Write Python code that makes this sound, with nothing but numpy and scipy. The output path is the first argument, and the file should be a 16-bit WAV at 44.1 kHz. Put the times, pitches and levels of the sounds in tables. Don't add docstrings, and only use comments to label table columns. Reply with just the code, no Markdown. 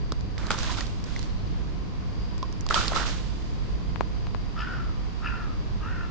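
import sys
import numpy as np
from scipy import signal
from scipy.fft import rfft, irfft, next_fast_len
from scipy.io import wavfile
from scipy.ndimage import uniform_filter1d

SR = 44100
rng = np.random.default_rng(int(sys.argv[2]) if len(sys.argv) > 2 else 0)


def generate_wav(sig):
    pcm = np.round(np.clip(np.atleast_2d(sig).T, -1, 1) * 32767).astype(np.int16)
    wavfile.write(sys.argv[1], SR, pcm)


N = 269255
TIME_S = np.arange(N) / SR

# (frequency [Hz], relative density [dB])
RUMBLE_SPECTRUM = [(12, -36), (20, -5.5), (54, 2), (66, -4.5), (75, -8.5), (113, -8), (193, -12),
                   (280, -18), (312, -20), (342, -21), (406, -20.5), (527, -25.5), (800, -37),
                   (1040, -65.5), (1760, -120)]
# (frequency [Hz], relative density [dB])
HISS_SPECTRUM = [(410, -32.5), (700, -1), (843, -6.5), (1010, -0.5), (1180, -5), (1420, -8.5), (1810, -10),
                 (3680, -14), (4190, -15), (4780, -13.5), (5270, -17), (6480, -22), (7470, -29),
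                 (9500, -34)]
# (frequency [Hz], side minus mid [dB])
SIDE_SPECTRUM = [(60, 5), (100, 0.5), (180, 4), (320, 0), (560, -3), (980, -1), (1710, -1), (2980, 0),
                 (5210, -0.5), (9110, -2)]
# (centre [Hz], width [Hz], level [dB])
HUM_BANDS = [(51.2, 6.9, -49), (99.9, 7.5, -45.5), (188.9, 4.1, -54), (308, 17.4, -55)]
# (time [s], level [dB])
SIZZLE_LEVELS = [(0, -58), (1.8, -68), (2.25, -56.5), (2.6, -59), (4.9, -61), (5.7, -64), (6.1, -70)]
# (time [s], peak [dB], centre [Hz], pan L-R [dB])
SLAP_HITS = [(0.1205, -20, 4830, -3), (.209, -31.5, 4770, 3), (0.3806, -26.5, 3870, -9),
             (.468, -24, 4600, -8), (0.5053, -13.5, 1800, 2), (0.515, -17.5, 3900, -7),
             (0.5883, -18.5, 5000, -8), (0.6308, -19.5, 4400, -1), (.808, -19.5, 3500, -7),
             (.8674, -26.5, 4200, -1), (1.041, -31.5, 5000, -14), (1.1635, -29, 3900, -7),
             (1.1924, -24.5, 4700, -7), (1.2287, -28, 4600, -9), (2.38, -30, 4700, 0),
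             (2.4282, -23.5, 3170, -2), (2.526, -29, 4670, -6.5), (2.609, -27.5, 6400, -9),
             (2.665, -24.5, 4300, -9), (2.6888, -20.5, 4000, -5.5), (2.7429, -10.5, 3400, -13.5),
             (2.8806, -11.5, 3900, -6), (2.9622, -19, 4000, -3)]
# (time [s], relative peak [dB], pitch [Hz], t60 [s], pan L-R [dB])
PLOP_BUBBLES = [(.121, -20, 1140, 0.0054, -7), (.121, -25.5, 430, 0.0093, -7),
                (0.379, -21.5, 1920, 0.0034, -5), (.506, -7, 1390, 0.005, -9), (.507, -18, 850, 0.0081, -2),
                (.695, -21, 985, 0.037, -5), (.43, -30, 2100, 0.022, 1), (.545, -29, 900, .015, -2),
                (.633, -31, 1280, 0.018, -3), (0.646, -27, 1600, 0.022, 0), (.783, -27, 1370, 0.032, -4),
                (0.809, -25.5, 1860, 0.013, -1), (1.082, -40, 1520, .025, 0),
                (1.1624, -24.5, 2020, 0.011, 7), (2.428, -21, 1030, 0.044, -9),
                (2.428, -19, 650, 0.0032, -2), (2.665, -22.5, 1090, 0.0066, -1),
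                (2.7083, -9, 1320, 0.018, -0.5), (2.742, -14, 940, 0.024, -4), (2.76, -17, 1330, .05, -6),
                (2.775, -23, 1333, 0.044, -17), (2.92, -16.5, 660, 0.0067, -12),
                (2.961, -11, 1080, 0.0091, -10), (2.962, -18, 1300, 0.04, -14)]
# (time [s], hold [s], fade [dB/s], churn gain [dB], spray gain [dB])
WATER_SURGES = [(0.381, 0.11, 298, -41, -45), (0.502, 0.0081, 200, -28.5, -30),
                (0.575, 0.15, 126, -38, -34.5), (0.768, 0.014, 128, -37.5, -35),
                (1.056, 0.13, 116, -50.5, -46.5), (1.208, 0.036, 204, -62, -46.5),
                (2.699, 0.014, 203, -28, -31), (2.742, 0.031, 74, -28, -26.5),
                (2.912, 0.034, 104, -33.5, -40), (2.945, 0.04, 96, -28.5, -30.5),
                (3.055, 0.026, 126, -48, -33)]
# (frequency [Hz], gain [dB])
CHURN_EQ = [(200, -7.5), (400, -12), (800, -5.5), (1050, -0.5), (1380, 2), (1900, -1), (2600, -12.5),
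            (4000, -28)]
# (frequency [Hz], gain [dB])
SPRAY_EQ = [(1200, -9), (2200, -5.5), (3500, 0.5), (5000, 0), (6800, -3), (9000, -11)]
# (time [s], hold [s], fade [dB/s], level [dB], centre [Hz], glide [Hz/s], pan L-R [dB])
HOLLOWS = [(0.505, .008, 400, -39, 1350, 500, 2), (2.754, 0.017, 261, -30.5, 1290, 500, -7),
           (2.949, 0.015, 247, -35, 1347, 900, -15)]
# (time [s], hold [s], fade [dB/s], level [dB], centre [Hz], width [Hz])
DROP_FALL = (1.1, 0.43, 248, -59.5, 4452, 898)
# (time [s], gain [dB], tilt [dB/octave], contact cut-off [Hz], pan L-R [dB])
KNOCK_HITS = [(3.959, -30.5, 5.5, 2800, 20), (4.008, -13.5, -2, 8500, 10.5), (4.269, -30, 4, 5000, 5),
              (4.3471, -26.5, 0.5, 6000, 14)]
# (frequency [Hz], gain [dB], t60 [s])
CASING_MODES = [(420, -6.5, 0.0042), (866, -2, 0.005), (1280, -5.5, 0.0022), (2220, -10, 0.002),
                (3900, -15.5, 0.0024), (6500, -21, 0.0037)]
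# (time [s], hold [s], gain [dB], top pitch [Hz], pitch rise [s], air over pulses [ratio],
#   throat flanks [dB], gape delay [s], beak centre [Hz], beak width [Hz], beak gain [dB],
#   beak lift at gape [dB], rasp overtones [dB], gape resonance [dB])
CAWS = [(4.555, 0.21, -38, 374, .115, 0.96, -11.5, 0.059, 2800, 800, -15, 7, -22, -13),
        (5.215, 0.19, -39.5, 365, 0.078, 1.6, -7.5, 0.055, 2650, 327, -14, 14, -26, -6),
        (5.806, 0.21, -42, 368.6, .125, 0.94, -6.5, 0.074, 2690, 300, -13.5, 1, -34, -12)]
# (centre [x pitch], width [Hz], gain [dB])
FLANK_BANDS = [(3.0, 200, 2), (4.95, 228, 5)]
# (centre [Hz], width [Hz], gain [dB])
RASP_BANDS = [(4980, 570, 1), (6900, 640, -15)]


def undb(db):
    return 10 ** (np.asarray(db) / 20)


def unit(x):
    return x / np.sqrt(np.mean(x ** 2) + 1e-18)


def pan(pan_db):
    return undb(np.array([[pan_db], [-pan_db]]) / 2)


def add(out, start_s, sound):
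    i = max(int(start_s * SR), 0)
    out[:, i:i + sound.shape[-1]] += sound[..., :max(N - i, 0)]


def drift(rate_hz):
    step = int(SR / rate_hz)
    stairs = np.repeat(rng.standard_normal(N // step + 1), step)
    return unit(uniform_filter1d(uniform_filter1d(stairs, step), step)[:N])


def envelope(start_s, hold_s, fade_db_per_s, attack_s=0.0053):
    age_s = TIME_S - start_s
    return np.clip(age_s / attack_s, 0, 1) * undb(-fade_db_per_s * np.maximum(age_s - hold_s, 0))


def colour(x, points):
    hz, db = np.transpose(points)
    size = next_fast_len(N + 4096)
    bins_hz = np.maximum(np.fft.rfftfreq(size, 1 / SR), 1)
    gain = undb(np.interp(np.log(bins_hz), np.log(hz), db))
    return irfft(rfft(x, size) * gain, size)[..., :N]


def resonate(x, hz, width_hz):
    return signal.lfilter(*signal.iirpeak(hz, hz / min(width_hz, SR / 4), fs=SR), x)


def glide_resonate(x, hz, width_hz):
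    carrier = np.exp(2j * np.pi * np.cumsum(hz) / SR)
    lowpass = signal.bessel(2, width_hz / 2, fs=SR, output="sos")
    return np.real(carrier * signal.sosfilt(lowpass, x / carrier))


def resonances(x, bands, scale=1):
    return unit(sum(undb(db) * glide_resonate(x, np.full(N, centre) * scale, width_hz)
                    for centre, width_hz, db in bands))


def ring(hz, t60_s, glide, rise_cycles):
    t = np.arange(int(t60_s * SR) + 2) / SR
    wave = np.sin(2 * np.pi * hz * t * (1 + glide * t / t60_s / 2)) * undb(-60 * t / t60_s)
    wave *= 1 - np.exp(-t * hz / rise_cycles)
    return wave / (np.abs(wave).max() + 1e-12)


def scatter(x, t60_s, rise_s):
    t = np.arange(SR) / SR
    tail = rng.standard_normal((2, SR)) * undb(-60 * t / t60_s) * (1 - np.exp(-t / rise_s))
    tail /= np.sqrt(np.sum(tail ** 2) / 2)
    return signal.fftconvolve(np.atleast_2d(x), tail, axes=1)[:, :N]


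def noise_bed(spectrum):
    mid, side = colour(rng.standard_normal((2, N)), spectrum)
    stereo = mid + colour(side, SIDE_SPECTRUM) * np.array([[1], [-1]])
    return undb(0.5 * drift(4)) * stereo / np.std(mid)


def outdoors():
    rumble = undb(-34.5) * pan(-2.9) * noise_bed(RUMBLE_SPECTRUM)
    hiss = undb(-50) * pan(0.27) * noise_bed(HISS_SPECTRUM)
    hum = 0
    for hz, width_hz, db in HUM_BANDS:
        band = resonate(rng.standard_normal(N), hz, width_hz)
        hum += undb(db) * unit(resonate(band, hz, width_hz))
    sizzle = glide_resonate(rng.standard_normal((2, N)), hz=4820 * (1 + 0.012 * drift(2.4)), width_hz=300)
    sizzle_db = np.interp(TIME_S, *np.transpose(SIZZLE_LEVELS))
    return rumble + hiss + hum + undb(sizzle_db) * unit(sizzle)


def slaps(attack_s=0.0004, cutoff_hz=7100):
    out = np.zeros((2, N))
    t = np.arange(SR // 10) / SR
    treble_cut = signal.butter(2, cutoff_hz, fs=SR)
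    for start_s, db, hz, pan_db in SLAP_HITS:
        t60_s = 0.011 * 2 ** (db / 12)
        width_hz = 0.65 * hz * 2 ** ((db + 9.5) / 22)
        noise = np.sign(rng.standard_normal(len(t)) + 0.91 * rng.standard_normal((2, len(t))))
        contact = noise * undb(-60 * t / t60_s) * (1 - np.exp(-t / attack_s))
        crack = resonate(contact, hz, width_hz)
        push = undb(-6) * resonate(contact, 0.26 * hz, 0.25 * hz)
        slap = signal.lfilter(*treble_cut, crack + push)
        add(out, start_s, undb(db) * pan(pan_db) * slap / np.abs(slap).max(axis=1, keepdims=True))
    return out


def plops(wobble_depth=0.35):
    out = np.zeros((2, N))
    for start_s, db, hz, t60_s, pan_db in PLOP_BUBBLES:
        add(out, start_s, undb(db) * pan(pan_db) * ring(hz, t60_s, glide=0.08, rise_cycles=1.1))
    wobble = 1 + wobble_depth * np.array([drift(500), drift(500)])
    return undb(-5) * out * wobble


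def swarm(low_hz, high_hz, cycles, spread_db, max_pan_db, count):
    out = np.zeros((2, N))
    for when, pitch, strength, place, life in rng.random((count, 5)):
        hz = low_hz * (high_hz / low_hz) ** pitch
        gain = undb(spread_db * min(-np.log(1 - strength), 4))
        bubble = ring(hz, t60_s=cycles * (0.5 + life) / hz, glide=0.026, rise_cycles=0.029)
        add(out, when * N / SR, gain * pan(max_pan_db * (2 * place - 1)) * bubble)
    return unit(out)


def churn(bubbles):
    power = sum((undb(db) * envelope(start_s, hold_s, fade_db_per_s)) ** 2
                for start_s, hold_s, fade_db_per_s, db, _ in WATER_SURGES)
    return undb(-1) * pan(-1.5) * unit(colour(bubbles, CHURN_EQ)) * np.sqrt(power)


def spray(foam_db=-17.5, foam_fade_db_per_s=21):
    droplets = swarm(1800, 9000, cycles=4, spread_db=2.4, max_pan_db=30, count=40000)
    mist = colour(rng.standard_normal((2, N)), SPRAY_EQ + [(12000, -41)])
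    crackle = unit(unit(colour(droplets, SPRAY_EQ)) + undb(-2.5) * unit(mist))
    power = 0
    for start_s, hold_s, fade_db_per_s, _, db in WATER_SURGES:
        surge = envelope(start_s, hold_s, fade_db_per_s)
        foam = undb(foam_db) * envelope(start_s, hold_s, foam_fade_db_per_s)
        power += undb(db) ** 2 * (surge ** 2 + foam ** 2)
    return undb(-2.5) * pan(-5.5) * crackle * np.sqrt(power)


def gulps(bubbles):
    out = np.zeros((2, N))
    for start_s, hold_s, fade_db_per_s, db, hz, glide_hz_per_s, pan_db in HOLLOWS:
        centre_hz = hz + glide_hz_per_s * np.clip(TIME_S - start_s, 0, 0.15)
        hollow = unit(glide_resonate(bubbles, centre_hz, width_hz=330))
        out += undb(db) * pan(pan_db) * hollow * envelope(start_s, hold_s, fade_db_per_s)
    return out


def patter():
    start_s, hold_s, fade_db_per_s, db, hz, width_hz = DROP_FALL
    drops = swarm(3500, 5500, cycles=14, spread_db=3, max_pan_db=16, count=1500)
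    return undb(db) * unit(resonate(drops, hz, width_hz)) * envelope(start_s, hold_s, fade_db_per_s)


def knocks():
    out = np.zeros((2, N))
    pivot_hz = CASING_MODES[1][0]
    for start_s, db, tilt_db_per_oct, cutoff_hz, pan_db in KNOCK_HITS:
        contact = signal.butter(3, cutoff_hz, fs=SR)
        for k, (hz, mode_db, t60_s) in enumerate(CASING_MODES):
            gain = (-1) ** k * undb(db + mode_db + tilt_db_per_oct * np.log2(hz / pivot_hz))
            mode = signal.lfilter(*contact, ring(hz, t60_s, glide=0.3, rise_cycles=1.5))
            add(out, start_s, gain * pan(pan_db) * mode)
    return out + undb(-15) * scatter(out, t60_s=0.06, rise_s=0.001)


def rasping_pulses(pitch_hz, rasp, noise):
    cycles = np.cumsum(pitch_hz) / SR
    pulses = unit(np.diff(np.floor(cycles), prepend=0))
    air = unit(noise * np.exp(-(cycles % 1) / 0.37))
    return (pulses + rasp * air) / np.hypot(1, rasp)


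def crow(rattle_hz=62, climb_hz_per_s=560, sag_hz_per_s=230, gape_width_s=0.028, beak_hz_per_s=-1200):
    waver = 1 + 0.025 * drift(300)
    rattle = 1 + 0.4 * np.sin(2 * np.pi * np.cumsum(rattle_hz * (1 + 0.25 * drift(30))) / SR)
    noise = rng.standard_normal(N)
    voice = 0
    for (start_s, hold_s, db, top_hz, rise_s, rasp, flank_db, gape_s,
         beak_hz, beak_width_hz, beak_db, lift_db, overtone_db, mouth_db) in CAWS:
        age_s = TIME_S - start_s
        past_top_s = np.clip(age_s, 0, 0.5) - rise_s
        pitch_hz = top_hz + np.minimum(climb_hz_per_s * past_top_s, -sag_hz_per_s * past_top_s)
        gape = np.exp(-((age_s - gape_s) / gape_width_s) ** 2)
        source = rasping_pulses(pitch_hz * waver, rasp + 0.69 * gape, noise) * rattle
        throat = unit(glide_resonate(source, 4 * pitch_hz, width_hz=300))
        flanks = undb(flank_db) * resonances(source, FLANK_BANDS, pitch_hz)
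        slide_hz = beak_hz_per_s * np.clip(age_s - gape_s, -gape_width_s, gape_width_s)
        beak = unit(glide_resonate(source, beak_hz + slide_hz, beak_width_hz))
        beak *= undb(beak_db + lift_db * gape)
        overtones = undb(overtone_db + 8 * gape) * resonances(source, RASP_BANDS)
        mouth = undb(mouth_db) * gape * unit(glide_resonate(source, hz=np.full(N, 1720), width_hz=65))
        effort = undb(db + 2 * gape) * envelope(start_s, hold_s, fade_db_per_s=94, attack_s=0.017)
        voice += effort * (throat + flanks + beak + overtones + mouth)
    trees = undb(-5) * scatter(voice, t60_s=0.36, rise_s=0.004)
    return undb(-0.5) * (voice * pan(1.5) + trees)


def scene():
    cracks = slaps()
    bubbles = swarm(300, 3000, cycles=12, spread_db=2.2, max_pan_db=16, count=14000)
    splashes = churn(bubbles) + spray() + gulps(bubbles) + patter()
    surface_echo = undb(-9.5) * scatter(cracks, t60_s=0.02, rise_s=0.0032)
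    water = cracks + surface_echo + plops() + splashes
    bank_echo = undb(-20) * scatter(water, t60_s=0.35, rise_s=0.02)
    return water + bank_echo + knocks() + crow() + outdoors()


def record(dry, microphone_hz=7500, recorder_hz=9500):
    soft = signal.sosfilt(signal.butter(6, microphone_hz, fs=SR, output="sos"), dry)
    return signal.sosfilt(signal.ellip(8, 0.2, 70, recorder_hz, fs=SR, output="sos"), soft)


dry = scene()
out = record(dry)
generate_wav(out)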